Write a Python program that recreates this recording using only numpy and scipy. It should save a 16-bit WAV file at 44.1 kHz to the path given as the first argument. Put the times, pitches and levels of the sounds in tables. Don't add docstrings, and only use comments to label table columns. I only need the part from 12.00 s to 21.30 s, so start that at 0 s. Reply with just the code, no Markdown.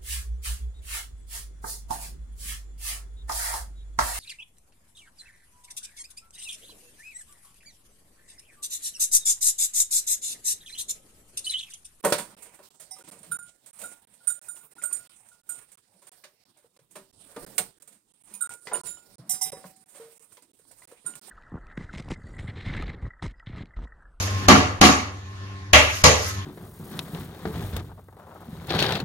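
import sys
import numpy as np
from scipy import signal
from scipy.fft import rfft, irfft
from scipy.io import wavfile

SR = 44100
rng = np.random.default_rng(int(sys.argv[2]) if len(sys.argv) > 2 else 0)


def log_audio(samples):
    frames = np.atleast_2d(samples).T
    limited = np.clip(frames, -1, 1)
    pcm = np.round(limited * 32767).astype(np.int16)
    wavfile.write(sys.argv[1], SR, pcm)


def voltage_ratio(decibels):
    exponent = np.asarray(decibels, float) / 20
    return 10 ** exponent


N = 410130

# start in seconds, then levels in dB of the 8.5 kHz pair,
# the hum, the 9.2 kHz group and the rim partials.
SMALL_BLOWS = [(1.3135, -38, -40, -34.5, -37), (1.3178, -38, -29, -30.5, -33.5),
               (1.425, -48.5, -71, -46.5, -59), (1.462, -63, -59.5, -56, -65),
               (1.8348, -44.5, -34.5, -44, -43), (2.2044, -77.5, -59, -84, -83),
               (2.2714, -17.5, -42, -25, -35.5), (2.2985, -30, -34, -37.5, -35),
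               (2.319, -30, -82, -34, -65), (2.334, -45, -74, -46, -53), (2.4844, -37.5, -42.5, -39, -43),
               (2.5094, -39.5, -63, -42, -48), (2.552, -49.5, -65, -51, -59.5),
               (2.588, -55, -70, -61, -60.5), (2.6094, -54, -58, -60, -60), (2.634, -60.5, -89, -62.5, -71),
               (2.7816, -56, -43, -53, -56), (2.817, -57, -62.5, -60, -64), (2.835, -22, -35.5, -45, -34),
               (2.8546, -24, -46, -48, -37.5), (2.9259, -22.5, -52, -28.5, -32.5),
               (2.9477, -27, -66, -42, -50), (2.992, -42, -52, -60, -56), (3.3145, -65, -59, -65, -69),
               (3.4905, -21, -47, -43, -37), (3.503, -22, -47, -57, -41.5), (6.4073, -20, -34, -38, -35.5),
               (6.4214, -27.5, -38, -48, -41), (6.436, -43, -33.5, -51, -53), (6.54, -57.5, -59, -60, -57),
               (6.625, -65, -66, -73, -66), (6.7312, -42, -34, -29.5, -39), (6.776, -65, -65, -52, -65),
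               (9.0605, -30, -38, -32.5, -43.5), (9.074, -30.5, -44, -56, -46),
               (9.1516, -45, -57.5, -69, -67)]
# pitch in Hz, level in dB, t60 in seconds.
SMALL_BELL = [(1425, 0, 0.27), (1368, -6.5, 0.07), (3730, -20.5, .14), (3747, -17, 0.21), (7084, 2, 0.19),
              (7300, -12, 0.18), (8500, -2.5, 0.077), (8512, 3.5, 0.082), (9060, 5.5, 0.21),
              (9250, 4.5, 0.2), (8770, -3, .12), (9270, -7.5, 0.12), (9432, -8, 0.11), (9380, -1, 0.12),
              (9730, 4.5, .13), (11420, -5.5, 0.14), (11730, -6, 0.084), (12960, -4.5, 0.081),
              (13310, -5.5, 0.096), (13710, -13, .12), (14570, -4, .13), (15450, -9, 0.14)]
SMALL_GROUP_EDGES_HZ = [3750, 8000, 8900, 9500]
# start in seconds, then levels in dB of the 8.8 kHz group, the hum,
# the 3.8-5.1 kHz group and the rim partials.
LARGE_BLOWS = [
    (0.908, -29.5, -48, -46.5, -48),
    (0.946, -61.5, -67, -69, -65),
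    (7.2925, -22, -42, -46.5, -27.5),
    (7.3093, -20, -54, -44.5, -27.5),
    (7.4106, -22.5, -32.5, -46, -29),
    (7.4244, -22.5, -43.5, -36.5, -29),
]
# pitch in Hz, level in dB, t60 in seconds.
LARGE_BELL = [(758.4, -6.5, 0.95), (940, -5.5, 0.061), (2040, -13.5, 0.56), (3840, -11.5, 0.35),
              (5067, 1.5, 0.41), (5583, 3.5, 0.3), (5670, -7.5, 0.34), (5800, 1.5, 0.18), (6225, -15, 0.3),
              (6784, -12, 0.16), (7190, -4, 0.18), (7437, 1.5, 0.21), (7779, -6, 0.17), (8290, -7.5, 0.14),
              (8758, -3, 0.12), (9071, -4.5, 0.14), (9270, -8.5, 0.148), (9850, -5, 0.155),
              (10020, -1, 0.18), (10470, -9, 0.15), (11820, -18, 0.11), (12360, -9, 0.22), (13100, -7, .14),
              (13030, -3, 0.16), (14140, -11, 0.21), (14720, -9, 0.088), (15150, -16, .15),
              (15540, -10, 0.083)]
LARGE_GROUP_EDGES_HZ = [2500, 5300, 5750, 8000, 9500]
# pitch in Hz, level in dB, t60 in seconds.
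THIN_BELL = [(2470, -15, 0.059), (5870, -35, .2), (6800, -17, .17), (7181, -20, .15), (9260, 4, 0.18),
             (10020, -24, .18), (11260, -26, .2), (14230, -17, .05)]
DULL_BELL = [(1427, -21, 0.75), (3833, -14, 0.29), (7144, -2, 0.39), (7180, 4, 0.27), (9000, 2, .17),
             (9119, -7, 0.24), (9600, -1, 0.21), (9760, 7, 0.19), (11480, -12, 0.11), (13560, -19, .2),
             (13870, -15, .2), (15640, -19, .16)]
# start in seconds, level in dB.
THIN_BLOWS = [
    (6.3365, -33.5),
    (6.349, -39.5),
]
DULL_BLOWS = [
    (6.864, -34.5),
    (6.884, -44),
    (6.899, -40.5),
]
SCRATCH_DB = -6
CHOKE_DB, CHOKE_S = -10.5, 0.0064

# pitch in Hz, level in dB, t60 in seconds.
POLES = [(133, -4, 0.074), (178, -1, 0.1), (201, 0.5, 0.16), (259, -3, 0.059), (373.6, -9, 0.21),
         (461.7, -6, 0.11), (543, -1, 0.04), (614, 0, 0.073), (653, -4, 0.013), (822, -3, 0.017),
         (954, -4.5, 0.087), (1106, -8.5, 0.028), (1280, -16, 0.03)]
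# frequency in Hz, level in dB per Hz.
CRACK = [(1300, -17.5), (3000, -20.5), (5000, -14.5), (7000, -7.5), (8200, -5.5), (9000, 0.5), (9900, -12),
         (11000, -16.5), (15800, -20)]
# start in seconds, crack, thud and knock in dB, t60 in seconds.
HOOVES = [(0.0383, -26, -20, -21.5, 0.16), (0.0562, -22.5, -34, -33.5, 0.61),
          (0.18, -16, -35.5, -33.5, 0.17), (0.3042, -50, -45, -55.5, 0.22), (0.589, -49, -57, -45, .12),
          (1.0738, -38, -38.5, -48.5, 0.17), (1.189, -37, -51, -73, 0.071), (1.2589, -68, -37.5, -69, 0.42),
          (1.8158, -24.5, -50, -48.5, 0.078), (3.933, -50, -60.5, -66, 0.12),
          (4.954, -28.5, -46.5, -39, 0.16), (5.415, -45, -44, -49, 0.21), (5.919, -42, -70, -69.5, 0.24),
          (6.293, -38, -45.5, -56, 0.4), (6.7522, -25, -39, -35.5, 0.12), (6.854, -26.5, -54, -50.5, 0.25),
          (7.1864, -85, -39, -50.5, 0.66), (7.64, -57, -40, -38.5, 0.079), (7.7611, -40, -58.5, -83, 0.11),
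          (8.5878, -43, -64, -76, 0.16), (9.0486, -35.5, -40.5, -48.5, 0.4), (9.1529, -26, -59, -57, 0.064),
          (9.2536, -24.5, -77, -74, 0.95)]
# start in seconds, crack, knock and clack in dB, t60 in seconds.
PLANKS = [(0.0476, -8.5, -15.5, -33, 0.11), (0.1227, -6.5, -19, -20, 0.097),
          (0.4534, -54, -50.5, -62.5, 0.16), (0.9841, -34, -54, -55.5, 0.12),
          (1.117, -36.5, -50, -59, 0.25), (1.23, -36, -53, -53.5, 0.24), (2.271, -21.5, -64, -49.5, 0.18),
          (2.821, -24.5, -47, -50, 0.14), (4.017, -40.5, -58.5, -61, 0.23),
          (4.068, -34.5, -60, -56.5, 0.19), (4.2377, -35, -53, -45.5, 0.13), (4.569, -44, -65, -64.5, 0.19),
          (4.7624, -47, -61.5, -62, 0.14), (5.2812, -45, -52, -61, 0.4), (5.3622, -32, -35, -47, 0.097),
          (5.58, -2, -34, -22.5, 0.077), (6.6677, -36, -39.5, -45, 0.21), (6.7136, -65, -28, -73, 0.18),
          (7.5262, -43, -39, -75, 0.057), (7.9437, -34.5, -48, -54, 0.35), (7.9986, -43.5, -54, -58, 0.44),
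          (8.3695, -45, -55, -50.5, 0.042), (8.8173, -39.5, -60.5, -59, 0.37),
          (8.9124, -41, -50, -62, 0.13)]
# start in seconds, crack in dB, t60 in seconds.
SNAPS = [(0.101, -21, 0.046), (0.421, -28, 0.19), (0.5418, -38.5, 0.17), (0.797, -28, 0.2),
         (1.086, -29.5, 0.046), (1.6593, -32, 0.18), (1.733, -44, 0.19), (1.7868, -27, 0.2),
         (2.136, -39.5, 0.16), (2.453, -42, 0.25), (2.557, -31, 0.18), (2.915, -28.5, 0.28),
         (3.285, -37, 0.072), (3.495, -28.5, 0.1), (3.716, -34.5, 0.14), (4.908, -38.5, 0.18),
         (5.8218, -30.5, 0.051), (5.875, -32, 0.11), (6.245, -49.5, 0.1), (6.537, -25.5, 0.043),
         (7.879, -37.5, 0.38), (8.199, -58, 0.092), (8.318, -37.5, 0.22), (8.422, -39, 0.098),
         (8.712, -33, 0.068), (8.784, -39, 0.11)]
THUD_TOP_HZ, TOP_HZ = 330, 17500
HOOF_CLACK_SHARE, HOOF_CLACK_DB = 0.74, -15
PLANK_THUD_DB = -22
SNAP_THUD_DB, SNAP_KNOCK_DB, SNAP_CLACK_DB = -40.5, -28.5, -25
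# start in seconds, peak
# in dB, pitch in Hz, t60 in seconds.
TAPS = [(0.965, -49, 960, 0.1), (1.118, -36, 9000, 0.033), (1.231, -37, 8800, 0.028),
        (1.01, -57, 1430, .05), (2.445, -58, 2470, 0.057), (2.545, -57, 640, .06), (2.566, -56, 2860, .03),
        (2.575, -56, 890, .06), (2.765, -56, 810, 0.09), (2.817, -44, 2000, .02), (2.912, -40, 1130, 0.03),
        (4.022, -64, 1010, 0.03), (4.124, -65, 740, .04), (4.238, -48.5, 2050, 0.034),
        (4.453, -78.5, 754, .04), (4.565, -57, 624, 0.035), (4.644, -60, 482, .05), (4.79, -60.5, 477, .05),
        (5.592, -33, 738, 0.067), (6.507, -51, 818, 0.13), (6.655, -53, 706, 0.043),
        (6.671, -32, 2037, 0.036), (6.685, -40, 1980, 0.038), (6.745, -33, 2900, 0.025),
        (6.972, -45, 1340, 0.055), (7.53, -46, 424, 0.076), (7.57, -41.5, 486, .08),
        (7.645, -51, 450, 0.053), (7.859, -73, 757, 0.032), (7.943, -52, 900, 0.03),
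        (8.205, -66.5, 458, 0.11), (8.322, -49.5, 1070, 0.027), (8.378, -48, 865, 0.082),
        (8.595, -58, 426, 0.054), (8.651, -60.5, 910, 0.042), (8.709, -56, 676, 0.037),
        (8.733, -64, 890, 0.023), (8.818, -49.5, 1025, 0.064), (8.821, -48, 2030, 0.026),
        (8.875, -68, 423, 0.059), (8.922, -52, 488, 0.054), (9.045, -55.5, 450, 0.043),
        (9.138, -44, 2950, 0.033), (9.221, -69.5, 864, 0.045), (9.282, -52.5, 793, 0.066),
        (0.1221, -14, 600, 0.038), (0.151, -41, 178, 0.15), (5.365, -36, 476, 0.16),
         (5.375, -42, 273, 0.096), (5.6, -47.5, 182, 0.18), (5.53, -51, 500, .1), (7.191, -52, 130, 0.23),
         (7.523, -51, 154, .22), (7.639, -50, 163, 0.22), (7.998, -52, 457, 0.28), (0.054, -25, 264, .13),
         (9.051, -47.5, 143, 0.21)]
# ratio to its pitch, level in dB.
TAP_OVERTONES = [(1, 0.5), (1.13, -8.5), (2.3, -11.5), (3.9, -11.5)]

# height in seconds, tread in dB, rustle in dB,
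# seconds to die by 20 dB.
BOUTS = [(.15, -52, -62, 0.3), (.36, -65.5, -56.5, 1.5), (.83, -60.5, -54, -0.05), (1.03, -64, -54, 0.18),
         (1.291, -61, -57, 0.4), (1.496, -66.5, -58.5, -1.5), (1.84, -58, -42, 0.1654),
         (2.43, -68, -54, 0.54), (2.919, -63, -54.5, 0.56), (3.3, -84.5, -59.5, 0.27),
         (3.57, -65.5, -53.5, 0.28), (4.14, -73, -60.5, 0.4), (5.1, -63, -64.5, 0.38),
         (5.501, -53.5, -48.5, 0.36), (5.681, -70, -64.5, 0.5), (6.5, -64, -50, 0.33),
         (6.861, -54.5, -51.5, 0.29), (7.2, -55, -55.5, -0.03), (7.429, -57, -51.5, 0.53),
         (7.639, -71, -87, -0.4), (8.222, -69, -51, 0.16), (8.379, -80, -49.5, -0.12), (8.62, -69, -60, -8),
         (8.819, -70.5, -66.5, 2), (9.2, -71.5, -55.5, 0.45)]
RISE_SHARE = 0.81
STILL_TREAD_DB, STILL_RUSTLE_DB = -75.5, -74
SHUFFLE_SHARE, SHUFFLE_DB = 0.5, -0.17
# frequency in Hz, level in dB per Hz.
AIR = [(15, -26.5), (22, -3.5), (31, -28.5), (55, -26.5), (126, -14), (216, -17.5), (361, -18),
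       (691, -19.5), (929, -19), (1060, -21.5), (1680, -24), (2660, -24.5), (6490, -21), (8970, -6.5),
       (11100, -21.5), (15800, -19)]
# frequency in Hz, left-right likeness (0 to 1).
LIKENESS = [(60, 0.8), (400, 0.56), (1200, 0.042), (2500, 0.12), (5000, 0.02)]
CRICKET_HZ, CRICKET_DB, CRICKET_PER_S = 3740, -83, 40
ROOF_T60_S, ROOF_DB = 0.2, -8

# frequency in Hz, level in dB.
LEFT_PORT = [(60, -0.5), (1000, -1), (2500, -2), (4500, -6.5), (6000, -14), (7500, -21), (9000, -32),
             (10200, -20), (11200, -11), (13000, -6.5), (14200, -7.5), (15500, -8.5)]
PORT_LAG = 4
HISS_DB = -81.5
MIC_TOP_HZ = 16500
FIRST_STALL_S, PLAY_S = 0.0112, 0.3215
STALL_MS = [17.8, 16.7, 16, 13.4, 18.8, 19.4, 20.3, 20.9, 17.3, 19.9, 18.3, 17.4, 22.5, 14.7, 15.8, 16.2,
            14.3, 14.4, 16.8, 19.7, 20.7, 26, 15.5, 18.5, 14.2, 16.7, 19.3, 17.5]
# start in seconds, length in seconds.
HICCUPS = [
    (1.1025, .0095),
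    (6.2239, .0132),
]


def bell(blows, modes, edges_hz, order, rise_s, rough):
    out, ticks = np.zeros((2, N)), np.zeros(N)
    column = np.array(order)[np.searchsorted(edges_hz, np.array(modes)[:, 0])]
    for row in blows:
        sound = clank(modes, np.array(row)[column], played(row[0]), rise_s, rough)
        length_s = sound.shape[1] / SR
        later = [s - row[0] for s, *_ in blows if 0 < s - row[0] < length_s]
        since = np.arange(sound.shape[1]) / SR - np.reshape(later, (-1, 1))
        choke_db = CHOKE_DB * np.clip(since / CHOKE_S, 0, 1).sum(axis=0)
        add(out, row[0], sound * voltage_ratio(choke_db))
        add(ticks, row[0], voltage_ratio(row[-1] + SCRATCH_DB) * swell(np.arange(4000) / SR, 0.0045))
    noise = rng.standard_normal(N)
    scratch = rms_one(band(noise, 5800, TOP_HZ)) + voltage_ratio(-16) * rms_one(band(noise, 3300, 6200))
    return out + ticks * scratch


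def clank(modes, mode_db, s, rise_s, rough):
    t = np.arange(SR * 4 // 9) / SR
    hz = np.array(modes)[:, :1]
    in_step = 2 * np.pi * s * hz[:, 0]
    chance = np.transpose([2.3 * rng.standard_normal(len(modes)), in_step])
    ring = partials(modes, mode_db, chance, t)
    knots = rng.standard_normal((2, len(modes), 92))
    part, whole = np.modf(t / 0.005)
    whole = whole.astype(int)
    waver = knots[..., whole] + np.diff(knots)[..., whole] * part
    depth = rough * (0.24 + 0.95 * np.exp(-t / 0.035))
    attack = (1 - np.exp(-t / rise_s)) * (1 + 0.23 * swell(t, 0.03))
    wavering = np.einsum("mt,cmt->ct", ring * np.clip(hz / 2600, 0, 1), waver)
    return attack * (ring.sum(axis=0) + depth * wavering)


def knocks():
    wood, body, clack, crack = np.zeros((4, N))
    low, t = np.array(POLES)[:, 0] < THUD_TOP_HZ, np.arange(SR // 3) / SR
    for s, crack_db, thud_db, knock_db, clack_db, t60 in contacts():
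        rise_s = 0.077 * t60 ** 2 + 0.0004
        dying = voltage_ratio(-60 * t / np.clip(t60, 0.02, 0.5)) + 0.41 * voltage_ratio(-60 * t / 0.0045)
        dying = dying * (1 - np.exp(-t / rise_s))
        pole = np.array(POLES) * [1 + 0.05 * rng.standard_normal(), 1, 1]
        signs = np.pi * np.arange(len(pole))
        chance = np.transpose([4.9 * rng.standard_normal(len(pole)), signs])
        ring = partials(pole, np.where(low, thud_db, knock_db), chance, t[:SR // 6]).sum(axis=0)
        rattle = (rng.standard_normal(len(t)) * dying)[:SR // 5]
        add(wood, s, signal.fftconvolve(ring, rattle / np.sqrt(np.sum(rattle ** 2))))
        add(body, s, voltage_ratio(knock_db) * dying)
        add(clack, s, voltage_ratio(clack_db) * dying)
        add(crack, s, voltage_ratio(crack_db - 7.5) * dying)
    shared, left, right = (colour(w, CRACK) for w in rng.standard_normal((3, N)))
    grit = shared + 1.4 * np.array([left, right])
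    wood = high_pass(wood, 4, 118)
    white = rng.standard_normal((3, N))
    fence = rms_one(band(white[0] + 0.4 * white[1:], 280, 1300))
    boom = body * fence * voltage_ratio(-4.5)
    clacking = clack * rms_one(band(grit, 1300, 4800)) * voltage_ratio(5.0)
    cracking = crack * rms_one(band(grit, 6900, TOP_HZ))
    return voltage_ratio(-5.0) * wood + boom + clacking + cracking


def contacts():
    out = []
    for s, crack, thud, knock, t60 in HOOVES:
        clack = HOOF_CLACK_SHARE * crack + (1 - HOOF_CLACK_SHARE) * knock + HOOF_CLACK_DB
        out.append((s, crack, thud, knock, clack, t60))
    for s, crack, knock, clack, t60 in PLANKS:
        out.append((s, crack, knock + PLANK_THUD_DB, knock, clack, t60))
    for s, db, t60 in SNAPS:
        out.append((s, db, db + SNAP_THUD_DB, db + SNAP_KNOCK_DB, db + SNAP_CLACK_DB, t60))
    return sorted(out)


def taps():
    out, t = np.zeros(N), np.arange(SR // 5) / SR
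    ratio, over_db = np.transpose(TAP_OVERTONES)
    for s, db, hz, t60 in TAPS:
        chance = rng.standard_normal((3, len(ratio)))
        detune = 1 + 0.044 * chance[0] * (ratio > 1)
        pitch = np.minimum(hz * ratio * detune, TOP_HZ)
        modes = np.transpose([pitch, over_db, np.clip(t60, 0.01, 0.3) / np.sqrt(ratio)])
        ring = partials(modes, np.full(len(ratio), db), chance[1:].T * [2.5, 0], t).sum(axis=0)
        rattle = rng.standard_normal(300) * voltage_ratio(-60 * t[:300] / 0.008)
        add(out, s, signal.fftconvolve(ring, rattle / np.sqrt(np.sum(rattle ** 2))) * 1.18)
    return high_pass(out, 4, 110)


def stirring(patchy_db):
    levels = movement()
    layers, edges, together = np.zeros((3, 2, N)), 31 * 2 ** np.arange(0, 9.1, 0.5), drift(14)
    shaped = np.array([colour(w, AIR) for w in rng.standard_normal((4, N))]).reshape(2, 2, N)
    for k, (low, high) in enumerate(zip(edges, edges[1:])):
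        centre_hz = np.sqrt(low * high)
        mid, side = band(shaped[k % 2], low, high)
        alike = np.clip(at_hz(LIKENESS, centre_hz), 0, 1)
        gain = voltage_ratio(patchy_db * (0.8 * together + drift(5.4)))
        both = np.sqrt(1 + alike) * mid + np.sqrt(1 - alike) * side * [[1], [-1]]
        layers[np.searchsorted([500, 5200], centre_hz)] += gain * both
    return sum(voltage_ratio(db + trim_db) * rms_one(x) for db, trim_db, x in zip(levels, (1.5, 3.0, 5.5), layers))


def movement():
    t = np.arange(0, N, 64) / SR
    s, tread_db, rustle_db, die_s = np.transpose(BOUTS)[:, :, None]
    s = played(s)
    away = np.where(t < s, (s - t) / RISE_SHARE, t - s)
    loss_db = 20 * away / np.maximum(die_s, 0.05)

    def over_still(db, still_db):
        return 10 * np.log10(voltage_ratio(2 * still_db) + voltage_ratio(2 * (db - loss_db)).sum(axis=0))

    tread = over_still(tread_db, STILL_TREAD_DB)
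    rustle = over_still(rustle_db, STILL_RUSTLE_DB)
    shuffle = SHUFFLE_SHARE * tread + (1 - SHUFFLE_SHARE) * rustle + SHUFFLE_DB
    return [np.interp(np.arange(N) / SR, t, c) for c in (tread, shuffle, rustle)]


def cricket():
    t = np.arange(N) / SR
    pulses = np.maximum(np.sin(2 * np.pi * CRICKET_PER_S * t + 3 * drift(2.6)), 0)
    tone = rms_one(band(rng.standard_normal(N), CRICKET_HZ - 90, CRICKET_HZ + 90))
    return voltage_ratio(CRICKET_DB + 2 * drift(1.5)) * pulses * tone


def roof(x):
    t = np.arange(SR // 3) / SR
    noise = rng.standard_normal((3, len(t)))
    shared = signal.sosfilt(signal.butter(2, 1500, fs=SR, output="sos"), noise[2])
    own = high_pass(noise[:2], 2, 500)
    echo = (shared + own) * voltage_ratio(-60 * t / ROOF_T60_S) * np.clip(t / 0.0013 - 0.3, 0, 1)
    echo = echo / np.sqrt(np.sum(echo ** 2, axis=1, keepdims=True))
    return voltage_ratio(ROOF_DB) * signal.fftconvolve(x, echo, axes=1)[:, :N]


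def stalls():
    out, s = list(HICCUPS), FIRST_STALL_S
    for ms in STALL_MS:
        out.append((s, ms / 1000))
        s += ms / 1000 + PLAY_S
        s += sum(length for at, length in HICCUPS if s - PLAY_S < at < s)
    return out


def played(s):
    at, length = np.transpose(sorted(stalls()))
    lost = np.cumsum(length)
    corners = np.ravel([at, at + length], "F")
    return s - np.interp(s, corners, np.ravel([lost - length, lost], "F"))


def partials(modes, mode_db, chance, t):
    hz, own_db, t60 = np.transpose(modes)[:, :, None]
    level = voltage_ratio(own_db + mode_db[:, None] + chance[:, :1] - 60 * t / t60)
    return level * np.sin(2 * np.pi * hz * t + chance[:, 1:])


def swell(t, rise_s):
    return t / rise_s * np.exp(1 - t / rise_s)


def drift(rate):
    r = np.exp(-80 * np.pi * rate / SR)
    slow = signal.lfilter([1], [1, -2 * r, r * r], rng.standard_normal(N // 40 + 2002))[2000:]
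    return np.interp(np.arange(N) / 40, np.arange(len(slow)), rms_one(slow))


def rms_one(x):
    return x / np.sqrt(np.mean(x ** 2) + 1e-20)


def at_hz(points, hz):
    table_hz, value = np.transpose(points)
    return np.interp(np.log(hz + 1), np.log(table_hz), value)


def add(out, s, sound):
    at = round(played(s) * SR)
    out[..., at:at + sound.shape[-1]] += sound[..., :N - at]


def colour(x, points):
    cepstrum = irfft(np.log(voltage_ratio(at_hz(points, np.arange(2049) * SR / 4096))))
    cepstrum[1:2048] *= 2
    cepstrum[2049:] = 0
    response = irfft(np.exp(rfft(cepstrum)))[:1024]
    return signal.oaconvolve(x, response)[:N]


def band(x, low_hz, high_hz):
    return signal.sosfilt(signal.butter(2, [low_hz, high_hz], "band", fs=SR, output="sos"), x)


def high_pass(x, order, hz):
    return signal.sosfilt(signal.butter(order, hz, "high", fs=SR, output="sos"), x)


def scene():
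    small = bell(SMALL_BLOWS, SMALL_BELL, SMALL_GROUP_EDGES_HZ, order=[2, 4, 1, 3, 4], rise_s=0.0019, rough=0.84)
    large = bell(LARGE_BLOWS, LARGE_BELL, LARGE_GROUP_EDGES_HZ, order=[2, 3, 2, 4, 1, 4], rise_s=0.0032, rough=1.0)
    thin = bell(THIN_BLOWS, THIN_BELL, [], order=[1], rise_s=0.0024, rough=0.74)
    dull = bell(DULL_BLOWS, DULL_BELL, [], order=[1], rise_s=0.0045, rough=0.77)
    bells = voltage_ratio(-1.5) * small + large + thin + dull
    near = bells + voltage_ratio(-0.5) * knocks() + taps()
    hush = stirring(patchy_db=4.0) * voltage_ratio(np.array([[-4.0], [0]]))
    return near + roof(near) + hush + cricket()


def low_pass(x):
    return signal.sosfilt(signal.butter(12, 16800, fs=SR, output="sos"), x)


def record(dry):
    x = np.array([colour(dry[0], LEFT_PORT), np.roll(dry[1], PORT_LAG)])
    x = x + voltage_ratio(HISS_DB) * np.diff(rng.standard_normal((2, N + 1)))
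    x = signal.sosfilt(signal.cheby2(12, 50, MIC_TOP_HZ, fs=SR, output="sos"), x)
    playing, stream = np.ones(N, bool), np.zeros_like(x)
    for s, length in stalls():
        playing[round(s * SR):round((s + length) * SR)] = False
    stream[:, playing] = x[:, :playing.sum()]
    return low_pass(stream)


dry = scene()
out = record(dry)
log_audio(out)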